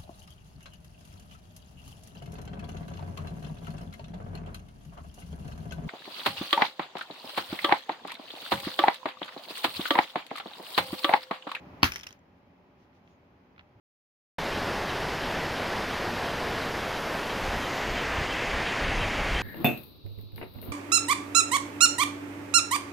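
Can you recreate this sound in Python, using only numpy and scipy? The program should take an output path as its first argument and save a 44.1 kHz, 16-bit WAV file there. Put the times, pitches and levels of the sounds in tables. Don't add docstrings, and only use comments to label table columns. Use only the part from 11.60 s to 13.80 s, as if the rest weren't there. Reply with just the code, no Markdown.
import sys
import numpy as np
from scipy import signal
from scipy.io import wavfile

SR = 44100
rng = np.random.default_rng(int(sys.argv[2]) if len(sys.argv) > 2 else 0)


def unload_audio(sound):
    columns = np.transpose(np.atleast_2d(sound))
    steps = np.round(np.clip(columns, -1, 1) * 32767)
    wavfile.write(sys.argv[1], SR, steps.astype(np.int16))


def level_to_linear(level):
    exponent = np.asarray(level, float) / 20
    return 10 ** exponent


N = 97020
LAG_S = 0.00023


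def rms_one(x):
    return x / np.sqrt(np.mean(x ** 2) + 1e-20)


def at_hz(points, hz):
    table_hz, value = np.transpose(points)
    return np.interp(np.log(hz), np.log(table_hz), value)


def ring(clicks, hz, t60):
    r, w = level_to_linear(-60 / (t60 * SR)), 2 * np.pi * hz / SR
    return signal.lfilter([0, np.sin(w)], [1, -2 * r * np.cos(w), r * r], clicks + 1e-18)


def fade(clicks, t60):
    return signal.lfilter([1], [1, -level_to_linear(-60 / (t60 * SR))], np.abs(clicks) + 1e-18)


def panned(db, pan_db):
    return level_to_linear(np.asarray(db) + np.outer([.5, -.5], pan_db))


def train(s, gains):
    out = np.zeros((2, N))
    for side in range(2):
        heard_s = np.asarray(s) + LAG_S * (1 - side)
        np.add.at(out[side], np.round(heard_s * SR).astype(int), gains[side])
    return out


def bands(spectrum):
    edges = 25.7 * 2 ** (np.arange(29) / 3)
    hz = np.sqrt(edges[1:] * edges[:-1])
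    gain = level_to_linear(at_hz(spectrum, hz)) * (hz > spectrum[0][0] / 1.2)
    gain = gain / np.sqrt(np.sum(gain ** 2 * np.diff(edges)) / (SR / 2))
    return [(signal.butter(2, edges[k:k + 2], "band", fs=SR, output="sos"), hz[k], gain[k])
            for k in range(len(hz)) if gain[k] > 0]


def coloured(x, spectrum):
    return sum(g * signal.sosfilt(sos, x) * (-1) ** k for k, (sos, hz, g) in enumerate(bands(spectrum)))


def burst(clicks, spectrum, t60):
    alike, first_contact_db = .6, 8
    shared = rng.standard_normal(N)
    shared = np.array([np.roll(shared, int(LAG_S * SR)), shared])
    own = rng.standard_normal((2, N))
    grit = (np.sqrt(alike) * shared + np.sqrt(1 - alike) * own) * fade(clicks, t60)
    return coloured(grit + level_to_linear(first_contact_db) * clicks, spectrum)


# hz, likeness (0 to 1)
LIKENESS = [(60, .91), (130, .93), (290, .8), (640, .4), (1400, 0), (15000, 0)]


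def diffuse(mid, side, hz):
    alike = at_hz(LIKENESS, hz)
    return np.sqrt((1 + alike) / 2) * mid + np.sqrt((1 - alike) / 2) * side * [[1], [-1]]


# hz, level_db (per Hz)
ROOM_NOISE = [(25, -33.5), (45, -16.5), (76, 2), (250, 0), (430, -5), (900, -5.5), (1500, -13),
              (2700, -15.5)]
# hz, level_db (per Hz)
HISS = [(2700, -19), (3300, -26.5), (5500, -29), (7000, -47.5), (8500, -48.5), (10500, -43), (13000, -40),
        (16500, -40)]
# pitch_hz, width_hz, level_db
HUMS = [(85, 17, -9.5), (182, 35, -6), (270, 25, -9), (375, 29.3, -11.5), (585.4, 34, -13.5),
        (826, 40, -15)]
# time_s, gain_db
RECORDER_GAIN = [(0, 13), (.04, 13.5), (0.216, 14.5), (0.261, 15), (0.399, 5), (.55, 4), (1.2, 3.5),
                 (1.9, 3.5), (2.2, 3)]


def room():
    white, noise = rng.standard_normal((2, 2, N + SR)), 0
    for k, (sos, hz, g) in enumerate(bands(list(ROOM_NOISE) + list(HISS)[1:])):
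        mid, side = signal.sosfilt(sos, white[k % 2])[:, SR:]
        noise = noise + g * diffuse(mid, side, hz)
    noise = rms_one(noise)
    for hz, width_hz, level_db in HUMS:
        hum = ring(rng.standard_normal(N + SR), hz, 3.4 / width_hz)[SR:]
        noise = noise + level_to_linear(level_db) * rms_one(hum)
    s, gain_db = np.transpose(RECORDER_GAIN)
    return noise * level_to_linear(-63 + np.interp(np.arange(N) / SR, s, gain_db))


def swell(at, length_s, db):
    return level_to_linear(db) * np.exp(-(2 * (np.arange(N) / SR - at) / length_s) ** 2)


# centre_s, length_s, pitch_hz, level_db
SQUEAKS = [
    (.785, .03, 11300, -91),
    (1.518, .11, 6650, -83),
    (1.63, .07, 7300, -94),
]


def squeaks():
    out = np.zeros((2, N))
    for at, length_s, hz, db in SQUEAKS:
        out += swell(at, length_s, db) * rms_one(ring(rng.standard_normal((2, N)), hz, .03))
    return out


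# centre_s, length_s, level_db
SLIDES = [
    (0.776, 0.051, -85),
    (1.222, .09, -76),
    (1.362, 0.068, -76.5),
    (1.5, 0.1, -76),
    (1.853, 0.068, -90.5),
    (2.0, 0.067, -83),
]
# hz, level_db (per Hz)
CLOTH = [(1500, -5.5), (3000, 2.5), (5200, -3.5), (6600, 1), (7500, -16.5), (9500, -13.5), (12500, -23),
         (16500, -16.5)]


def cloth():
    sliding = sum(swell(at, length_s, db) for at, length_s, db in SLIDES)
    return coloured(rng.standard_normal((2, N)) * (sliding + 1e-12), CLOTH)


# pitch_hz, level_db, t60_s
WIRE = [(2400, -15, .08), (3150, -19, .035), (5350, -13, .055), (5620, -17, .045), (6200, -25, .03),
        (10300, -28, .025), (12500, -34, .025), (14200, -32, .025)]


def touches(rows, spectrum, t60, wire_db, ring_db):
    s, db, ring_hz, pan_db = np.transpose(rows)
    gains = panned(db, pan_db)
    clicks = train(s, gains)
    out = level_to_linear(-1.5) * burst(clicks, spectrum, t60)
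    t = np.arange(int(.05 * SR)) / SR
    for at, hz, g in zip(s, ring_hz, gains.T):
        own_ring = level_to_linear(ring_db - 60 * t / .013) * np.sin(2 * np.pi * hz * t)
        for side in range(2):
            i = int((at + LAG_S * (1 - side)) * SR)
            out[side, i:i + len(t)] += g[side] * own_ring
    luck_db = rng.normal(0, 1.4, (len(s), len(WIRE)))
    for k, (hz, level_db, mode_t60) in enumerate(WIRE):
        out += ring(train(s, gains * level_to_linear(level_db + wire_db + luck_db[:, k])), hz, mode_t60)
    return clicks, out


# start_s, level_db (peak), pitch_hz, left_right_db
RUSTLE = [(1.2015, -65, 2380, -4), (1.23, -69, 1818, -11), (1.33, -60.5, 1930, -6),
          (1.372, -64.5, 2020, -1), (1.4755, -55, 2668, 5), (1.962, -57.5, 2120, -6),
          (1.9795, -46, 1400, 0), (1.9931, -42.5, 2772, -5), (2.0005, -55, 2590, -8),
          (2.0085, -49.5, 2200, 0), (2.103, -81, 1850, 3)]
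# hz, level_db (per Hz)
BRUSH = [(290, -43), (500, 1), (1450, 1.5), (2270, 1), (2820, 0), (4400, -9), (6000, -9)]


def sleeve():
    clicks, brushes = touches(RUSTLE, BRUSH, t60=.016, wire_db=-34, ring_db=4)
    return signal.sosfilt(signal.butter(8, 4700, fs=SR, output="sos"), brushes)


# hz, level_db (per Hz)
TAIL = [(50, -6), (304, 2.5), (573, -20), (1330, -0.5), (5460, -10.5), (8950, -27.5), (11000, -20.5),
        (15500, -23), (16500, -40)]
# hz, t60_s
TAIL_T60 = [(60, .16), (160, .09), (300, 0.059), (700, .16), (2000, 0.16), (5000, 0.15), (12000, 0.2)]


def reflections(clicks):
    late = np.roll(clicks, int(.0083 * SR), axis=1)
    white, out = rng.standard_normal((2, 2, N)), 0
    for k, (sos, hz, g) in enumerate(bands(TAIL)):
        envelope = np.sqrt(fade(late ** 2, at_hz(TAIL_T60, hz) / 2))
        out = out + g * signal.sosfilt(sos, diffuse(*white[k % 2], hz) * envelope)
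    return out


# start_s, level_db (peak), pitch_hz, left_right_db
RATTLE = [(.3078, -46, 2370, -3), (.3152, -47, 2400, -1), (.3197, -27.5, 2400, 5.5), (.3235, -41, 2780, -4),
          (.331, -46, 6000, 4), (.3363, -35, 5620, 0), (.343, -39, 5300, 7), (.3515, -44.5, 5600, -10),
          (.3586, -27.5, 1890, 6), (.363, -39, 2080, -16), (.369, -43, 5600, -13), (.372, -67, 2370, -13.5),
          (.3812, -40, 5600, -3), (.3918, -42, 5770, 2), (.398, -47.5, 2290, 20), (.4098, -41.5, 5460, 0),
          (.4165, -56, 5600, -15), (.4326, -38, 3460, 6), (.4345, -40.5, 5450, 1),
          (.4398, -47.5, 3200, -16), (.4454, -55.5, 2370, -4), (.4662, -44.5, 970, 11),
          (.4682, -38, 2720, -13.5), (.4695, -37.5, 5130, -0.5), (.4706, -45.5, 2700, 11),
          (.4835, -60, 5600, -6), (.4892, -45, 5600, 4), (.5071, -45, 3240, -4), (.5155, -58, 4050, -11),
          (.5267, -45.5, 6080, 8), (.591, -65.5, 6470, -0.5)]
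# hz, level_db (per Hz)
TICK = [(550, -24), (950, -0.5), (2540, 5), (3400, 6.5), (4050, -17), (5350, 8), (7710, -9), (15300, -14),
        (16500, -36)]


def wire_rattle():
    return touches(RATTLE, TICK, t60=.014, wire_db=0, ring_db=3)


# start_s, level_db, pitch_hz, t60_s, left_right_db
THUDS = [
    (0.2346, -17.5, 75, .08, 3),
    (0.28, -39, 65.6, 0.072, 1),
    (0.296, -37.5, 81, 0.13, 6),
    (.395, -47.5, 81.5, 0.19, 1.5),
    (0.468, -52, 85, .11, 0),
    (1.981, -55, 85, .26, -1),
    (2.156, -50.5, 112, 0.21, 0),
]


def mattress_thuds():
    out = np.zeros((2, N))
    for at, db, hz, t60, pan_db in THUDS:
        out += ring(-train([at], panned([db], [pan_db])), hz, t60)
    return out


# pitch_hz, left_db, right_db, right_lag_ms, t60_ms
BASE = [(200, -20.5, -17, 0, 49), (272, -14.5, -10.5, .3, 70), (314.7, -21.5, -20, 0.016, 54),
        (785, -12, -18, 0.41, 43), (898, -11, -9, .3, 78), (1071, -2.5, -9, 0.68, 36),
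        (1290, -20, -17.5, 0.15, 50), (1665, -14.5, -17, .4, 70), (1900, -16, -11, .3, 50),
        (2380, -16.5, -15, 0.49, 60), (2620, -13, -6.5, .5, 55), (3021, -13.5, -13, 0.24, 50),
        (4390, -10.5, -13, 0, 25), (5400, -19, -17, 0.26, 21)]


def base(at, gains):
    swell_s, free_s, damp_s, damp_db, damp_from_hz = .0006, .0042, .0024, -15.5, 500
    out = np.zeros((2, N))
    i = int(at * SR)
    for hz, left_db, right_db, lag_ms, t60_ms in BASE:
        t = np.arange(int(.12 * SR)) / SR - np.array([[0], [lag_ms / 1000]])
        t = np.clip(t, 0, None)
        damping_db = damp_db * np.clip((t - free_s) / damp_s, 0, 1) * (hz > damp_from_hz)
        shape = np.minimum(t / swell_s, 1) * level_to_linear(damping_db - 60 * t / (t60_ms / 1000))
        level = gains[:, None] * level_to_linear([[left_db], [right_db]])
        out[:, i:i + t.shape[1]] += level * shape * np.sin(2 * np.pi * hz * t)
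    return out


# start_s, level_db, push_direction, left_right_db
BLOWS = [
    (0.2219, -35.5, 1, 1),
    (0.2261, -35, -1, -1),
    (0.2303, -2.5, -1, 2.5),
    (0.2401, -11, -1, 0),
    (0.2536, -19.5, -1, -1),
]
# start_s, level_db, left_right_db
SPLINTERS = [
    (0.2316, -10, 6.5),
    (0.2297, -8, 3.5),
    (0.2313, -6, -2),
    (.2425, -9.5, -3.5),
    (0.245, -17.5, -1),
    (.261, -20.5, 1.5),
]
# hz, level_db (per Hz)
CRACK = [(650, -30.5), (900, -13.5), (1500, -10), (2700, 5.5), (3700, -3.5), (4700, -3), (7500, -20),
         (13000, -20)]


def snap():
    s, db, push, pan_db = np.transpose(BLOWS)
    gains = panned(db, pan_db) * np.sign(push)
    wood = sum(base(at, g) for at, g in zip(s, gains.T))
    splinter_s, splinter_db, splinter_pan_db = np.transpose(SPLINTERS)
    clicks = train(s, gains * level_to_linear(-2)) + train(splinter_s, panned(splinter_db, splinter_pan_db))
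    return clicks, wood + level_to_linear(-11.5) * burst(clicks, CRACK, t60=.012)


def scene():
    background = room() + squeaks() + cloth() + sleeve()
    rattle_clicks, rattle = wire_rattle()
    snap_clicks, trap = snap()
    echoes = reflections(level_to_linear(-18.5) * snap_clicks + level_to_linear(-17) * rattle_clicks)
    return background + echoes + rattle + mattress_thuds() + trap


def roll_off(x):
    return signal.sosfilt(signal.butter(12, 16640, fs=SR, output="sos"), x)


def record(dry):
    dip_hz, dip_width_hz, dip_share = 8055, 2000, 0.67
    b, a = signal.iirpeak(dip_hz, dip_hz / dip_width_hz, fs=SR)
    x = dry - dip_share * signal.lfilter(b, a, dry)
    x = 1.795 * np.tanh(x / 2.415)
    x = signal.sosfilt(signal.butter(2, 40, "high", fs=SR, output="sos"), x)
    mix = signal.sosfilt(signal.cheby2(12, 70, 17000, fs=SR, output="sos"), x)
    return roll_off(mix)


dry = scene()
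out = record(dry)
unload_audio(out)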